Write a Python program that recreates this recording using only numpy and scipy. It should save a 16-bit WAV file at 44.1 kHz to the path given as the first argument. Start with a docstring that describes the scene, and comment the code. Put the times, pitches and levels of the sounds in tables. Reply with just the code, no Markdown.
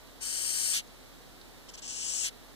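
"""A sharp hiss over quiet room air: a hissing cockroach, held in a hand close to a stereo microphone.
It forces air through its spiracles twice. Each hiss swells, brightens with the pressure and ends in a
fuller gush; the second sputters, with a tiny whistle, before it catches.
Between the hisses come two faint, high ticks, and a low hum lies under it all."""
import sys
import numpy as np
from scipy import signal
from scipy.fft import rfft, irfft, next_fast_len
from scipy.io import wavfile
from scipy.ndimage import uniform_filter1d, map_coordinates

SR = 44100
rng = np.random.default_rng(int(sys.argv[2]) if len(sys.argv) > 2 else 0)


def store_pcm(level_fs):
    """Save levels as 16-bit WAV."""
    pcm = np.round(np.clip(level_fs, -1, 1) * 32767).astype(np.int16)
    wavfile.write(sys.argv[1], SR, np.atleast_2d(pcm).T)


N = 112454
TIME = np.arange(N) / SR
FFT_SIZE = next_fast_len(N + SR // 2)
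FREQS = np.fft.rfftfreq(FFT_SIZE, 1 / SR)


def amp(db):
    """Decibels to gain."""
    return 10 ** (np.asarray(db) / 20)


def along(table, hz, column=1):
    """One column of a table, read on a log-frequency axis."""
    columns = np.transpose(table)
    return np.interp(np.log(hz + 1), np.log(columns[0] + 1), columns[column])


def wobble(knots_per_s):
    """A smooth random curve."""
    knots = rng.standard_normal(int(N * knots_per_s / SR) + 4)
    return map_coordinates(knots, [TIME * knots_per_s])


def filtered(sound, response):
    """The sound through a response given at FREQS."""
    return irfft(rfft(sound, FFT_SIZE) * response, FFT_SIZE)[..., :N]


def panned(balance_db):
    """Left and right gains, balance_db apart."""
    return amp(np.array([[balance_db], [-balance_db]]) / 2)


def resonance(centre_hz, width_octaves):
    """Noise of rms 1 in one resonance."""
    octaves_off = np.log2((FREQS + 1) / centre_hz)
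    ring = filtered(rng.standard_normal(N), 1 / (1 + (octaves_off / width_octaves) ** 2))
    return ring / ring.std()


def rush(colour, likeness, lead=None):
    """Stereo noise of rms 1, coloured for each side of the microphone; the left may lead in phase."""
    mid, side = rfft(rng.standard_normal((2, FFT_SIZE)))
    spread = np.arccos(np.clip(along(likeness, FREQS), -1, 1)) / 2
    left = (np.cos(spread) * mid + np.sin(spread) * side) * amp(along(colour, FREQS, column=1))
    right = (np.cos(spread) * mid - np.sin(spread) * side) * amp(along(colour, FREQS, column=2))
    if lead:
        left = left * np.exp(1j * along(lead, FREQS))
    pair = irfft(np.array([left, right]), FFT_SIZE)[:, :N]
    return pair / pair.std()


# The hum and its overtone: f/Hz, level/dB, left minus right/dB
HUM_LINES = [(43.1, -62, .5), (259, -71.5, -1)]
def hum(left_lead_rad=1.47):
    """A low, steady 43 Hz hum with a faint overtone."""
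    lead = np.array([[left_lead_rad], [0]])
    tones = np.zeros((2, N))
    for hz, db, balance_db in HUM_LINES:
        phase = 2 * np.pi * hz * TIME + lead + 0.042 * wobble(3.3)
        tones += amp(db) * panned(balance_db) * np.sqrt(2) * np.sin(phase)
    return tones


# Colour of the room air: f/Hz, left level/dB, right level/dB (relative)
AIR_COLOUR = [(28, -8, -9), (69.4, -3.5, -6.5), (132, -2.5, 0.5), (190, -2, -6), (240, -3, 0.5),
              (404, -5.5, -3.5), (640, -8.5, -6), (1310, -12.5, -12.5), (1920, -12, -10), (2600, -17, -15),
              (3900, -16, -11), (6900, -19.5, -21), (15000, -24, -23.5)]
# How alike the air is on both sides of the microphone: f/Hz, correlation
AIR_LIKENESS = [(50, -0.44), (150, -0.81), (300, -0.37), (600, 0.44), (1250, 0.96), (2000, -0.58),
                (2600, -0.75), (3700, 0.8), (4800, -0.43), (6500, 0.053)]
def room_air(level_db=-52):
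    """The steady air of a quiet room, all around the microphone."""
    return amp(level_db) * rush(AIR_COLOUR, AIR_LIKENESS)


# Ticks between the hisses: t/s, level/dB, f/Hz, left minus right/dB
FAINT_TICKS = [(.8738, -54, 6500, 4), (1.4128, -36.5, 4050, -5)]
def ticks(rise_s=.001, t60_s=.016):
    """Two faint, short, high ticks close to the microphone, left then right."""
    clicks = np.zeros((2, N))
    for start, db, hz, balance_db in FAINT_TICKS:
        age = np.maximum(TIME - start, 0)
        envelope = amp(db - 60 * age / t60_s) * (1 - np.exp(-age / rise_s))
        clicks += panned(balance_db) * envelope * resonance(hz, width_octaves=.12)
    return clicks


def pressure(puffs, swell_share=0.7):
    """Each puff opens, climbs for swell_share of its length to its final level, holds and shuts."""
    total = np.zeros(N)
    for start, end, db, swell_db, attack, release in puffs:
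        swell_left = np.clip(1 - (TIME - start) / (swell_share * (end - start)), 0, 1)
        opening = np.sin(np.pi / 2 * np.clip((TIME - start) / attack, 0, 1))
        closing = np.sin(np.pi / 2 * np.clip((end - TIME) / release, 0, 1)) ** 2
        total += opening * closing * amp(db - swell_db * swell_left)
    return total


# Whistling puff: start t/s, end t/s, final level/dB, swell/dB, attack/s, release/s
WHISTLE_PUFF = [(1.685, 1.707, -51.5, 0, .005, .012)]
def whistle():
    """The barely open spiracle whistles in the first sputter, dead centre."""
    return pressure(WHISTLE_PUFF) * resonance(3096, width_octaves=0.018)


# How alike a jet is on both sides of the microphone: f/Hz, correlation before the phase lead
JET_LIKENESS = [(500, 0.34), (1950, 1), (2700, 1), (4200, 0.58), (5400, 0.98), (7000, 0.44), (8500, 1),
                (14000, 0.23)]
def jet(puffs, colour, lead, brighten_per_octave, pivot_hz=6360, waver_db=0.22, flutter_db=0.32):
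    """Turbulent air through the spiracle's resonances: more pressure is louder and brighter."""
    drive = pressure(puffs)
    typical = np.average(drive, weights=drive ** 2)
    hz, frame_times, bands = signal.stft(rush(colour, JET_LIKENESS, lead), SR, nperseg=128)
    push = np.interp(frame_times, TIME, drive / typical)
    # Above the pivot the jet grows faster than the pressure, below it more slowly.
    growth = np.clip(1 + brighten_per_octave * np.log2((hz + 1) / pivot_hz), .6, 2)
    # Turbulence lets each band waver.
    patches = uniform_filter1d(rng.standard_normal(bands.shape), size=3, axis=0)
    patches = uniform_filter1d(patches, size=24, axis=1)
    gain = push ** growth[:, None] * amp(waver_db * patches / patches.std())
    air = signal.istft(bands * gain, SR, nperseg=128)[1][:, :N]
    return air * typical * amp(flutter_db * wobble(knots_per_s=57))


# One long breath: start t/s, end t/s, final level/dB, swell/dB, attack/s, release/s
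LONG_PUFF = [(.204, .79, -29, 6, 0.036, 0.074)]
# Its spiracle resonances, close up: f/Hz, left level/dB, right level/dB (relative)
LONG_COLOUR = [(507, -42, -41), (1290, -30, -29), (1770, -18, -16.5), (3080, -13.5, -15.5),
               (3530, -27.5, -25), (4320, -12.5, -13), (4840, -17.5, -9), (5450, -8, -9.5), (6540, -8, -23),
               (7400, -6.5, -16), (7920, -8, -20), (8240, 1, -9), (9270, -6, -19), (9970, -19, -24),
               (11600, -14.5, -25.5), (13000, -20, -37), (15300, -24.5, -49)]
# Left-right phase lead of the first hiss at the microphone: f/Hz, left lead/rad
LONG_LEAD = [(1200, 0), (2000, 3.1), (2700, 3.2), (3400, 6.2), (4600, 6.2), (5200, 9.4), (5650, 9.5),
             (6600, 13.6), (7600, 16), (8500, 17.8), (9500, 18.4), (15000, 29)]
def first_hiss():
    """Close to the microphone, the insect forces out one unbroken jet."""
    return jet(LONG_PUFF, LONG_COLOUR, LONG_LEAD, brighten_per_octave=0.2)


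# Four sputters and a breath: start t/s, end t/s, final level/dB, swell/dB, attack/s, release/s
SPUTTER_PUFFS = [(1.684, 1.707, -49, -1, 0.0069, 0.0062), (1.735, 1.76, -45.5, 3, .007, 0.0029),
                 (1.774, 1.801, -46.5, -1.5, 0.0062, 0.0044), (1.818, 1.874, -42, 4, 0.0049, 0.0037),
                 (1.873, 2.29, -32, 8, 0.0066, 0.033)]
# Their spiracle resonances, close up: f/Hz, left level/dB, right level/dB (relative)
SPUTTER_COLOUR = [(500, -33, -31), (1280, -25.5, -24), (2030, -15.5, -14.5), (2870, -5.5, -7),
                  (3670, -14, -14), (4480, -13.5, -8.5), (5300, -4, 0), (6730, 2.5, -12), (8030, 3, -14),
                  (8920, -6, -17), (10420, -13, -20), (11900, -32, -35), (13200, -16.5, -36),
                  (15300, -31, -43)]
# Left-right phase lead of the second hiss and both closing gushes: f/Hz, left lead/rad
SHARED_LEAD = [(1200, 0), (2000, 3.1), (2600, 3.2), (3400, 6.1), (4200, 7.1), (4800, 9.3), (5500, 10.7),
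               (6500, 13.6), (7300, 15.3), (8200, 18), (9000, 18.8), (15000, 31)]
def second_hiss():
    """The jet sputters, catches and brightens steeply as the pressure climbs."""
    return jet(SPUTTER_PUFFS, SPUTTER_COLOUR, SHARED_LEAD, brighten_per_octave=0.78)


# Last air of each hiss: start t/s, end t/s, final level/dB, swell/dB, attack/s, release/s
CLOSING_PUFFS = [(.73, .82, -26.5, 3.5, 0.01, 0.061), (2.228, 2.304, -34, 1.5, 0.023, 0.026)]
# Its fuller colour, close up: f/Hz, left level/dB, right level/dB (relative)
CLOSING_COLOUR = [(500, -28, -34), (1100, -28, -19), (1980, -1.5, 0), (3130, 2.5, 0), (3800, -2, 0),
                  (3980, 2, -0.5), (4700, -4.5, 3.5), (6000, 5, 0.5), (7060, 2, -8), (8560, 1, -4),
                  (9100, -2, -10), (10200, -0.5, -4), (13000, -9.5, -29), (15000, -14, -68)]
def gushes():
    """A short, fuller rush of air ends each hiss."""
    return jet(CLOSING_PUFFS, CLOSING_COLOUR, SHARED_LEAD, brighten_per_octave=0.33)


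def scene():
    """The insect in the hand up front, the quiet room behind."""
    cockroach = first_hiss() + second_hiss() + gushes() + whistle()
    return cockroach + ticks() + hum() + room_air()


def record(dry):
    """The recorder keeps nothing above its band limit."""
    top_hz = 15550
    return filtered(dry, FREQS < top_hz)


dry = scene()
out = record(dry)
store_pcm(out)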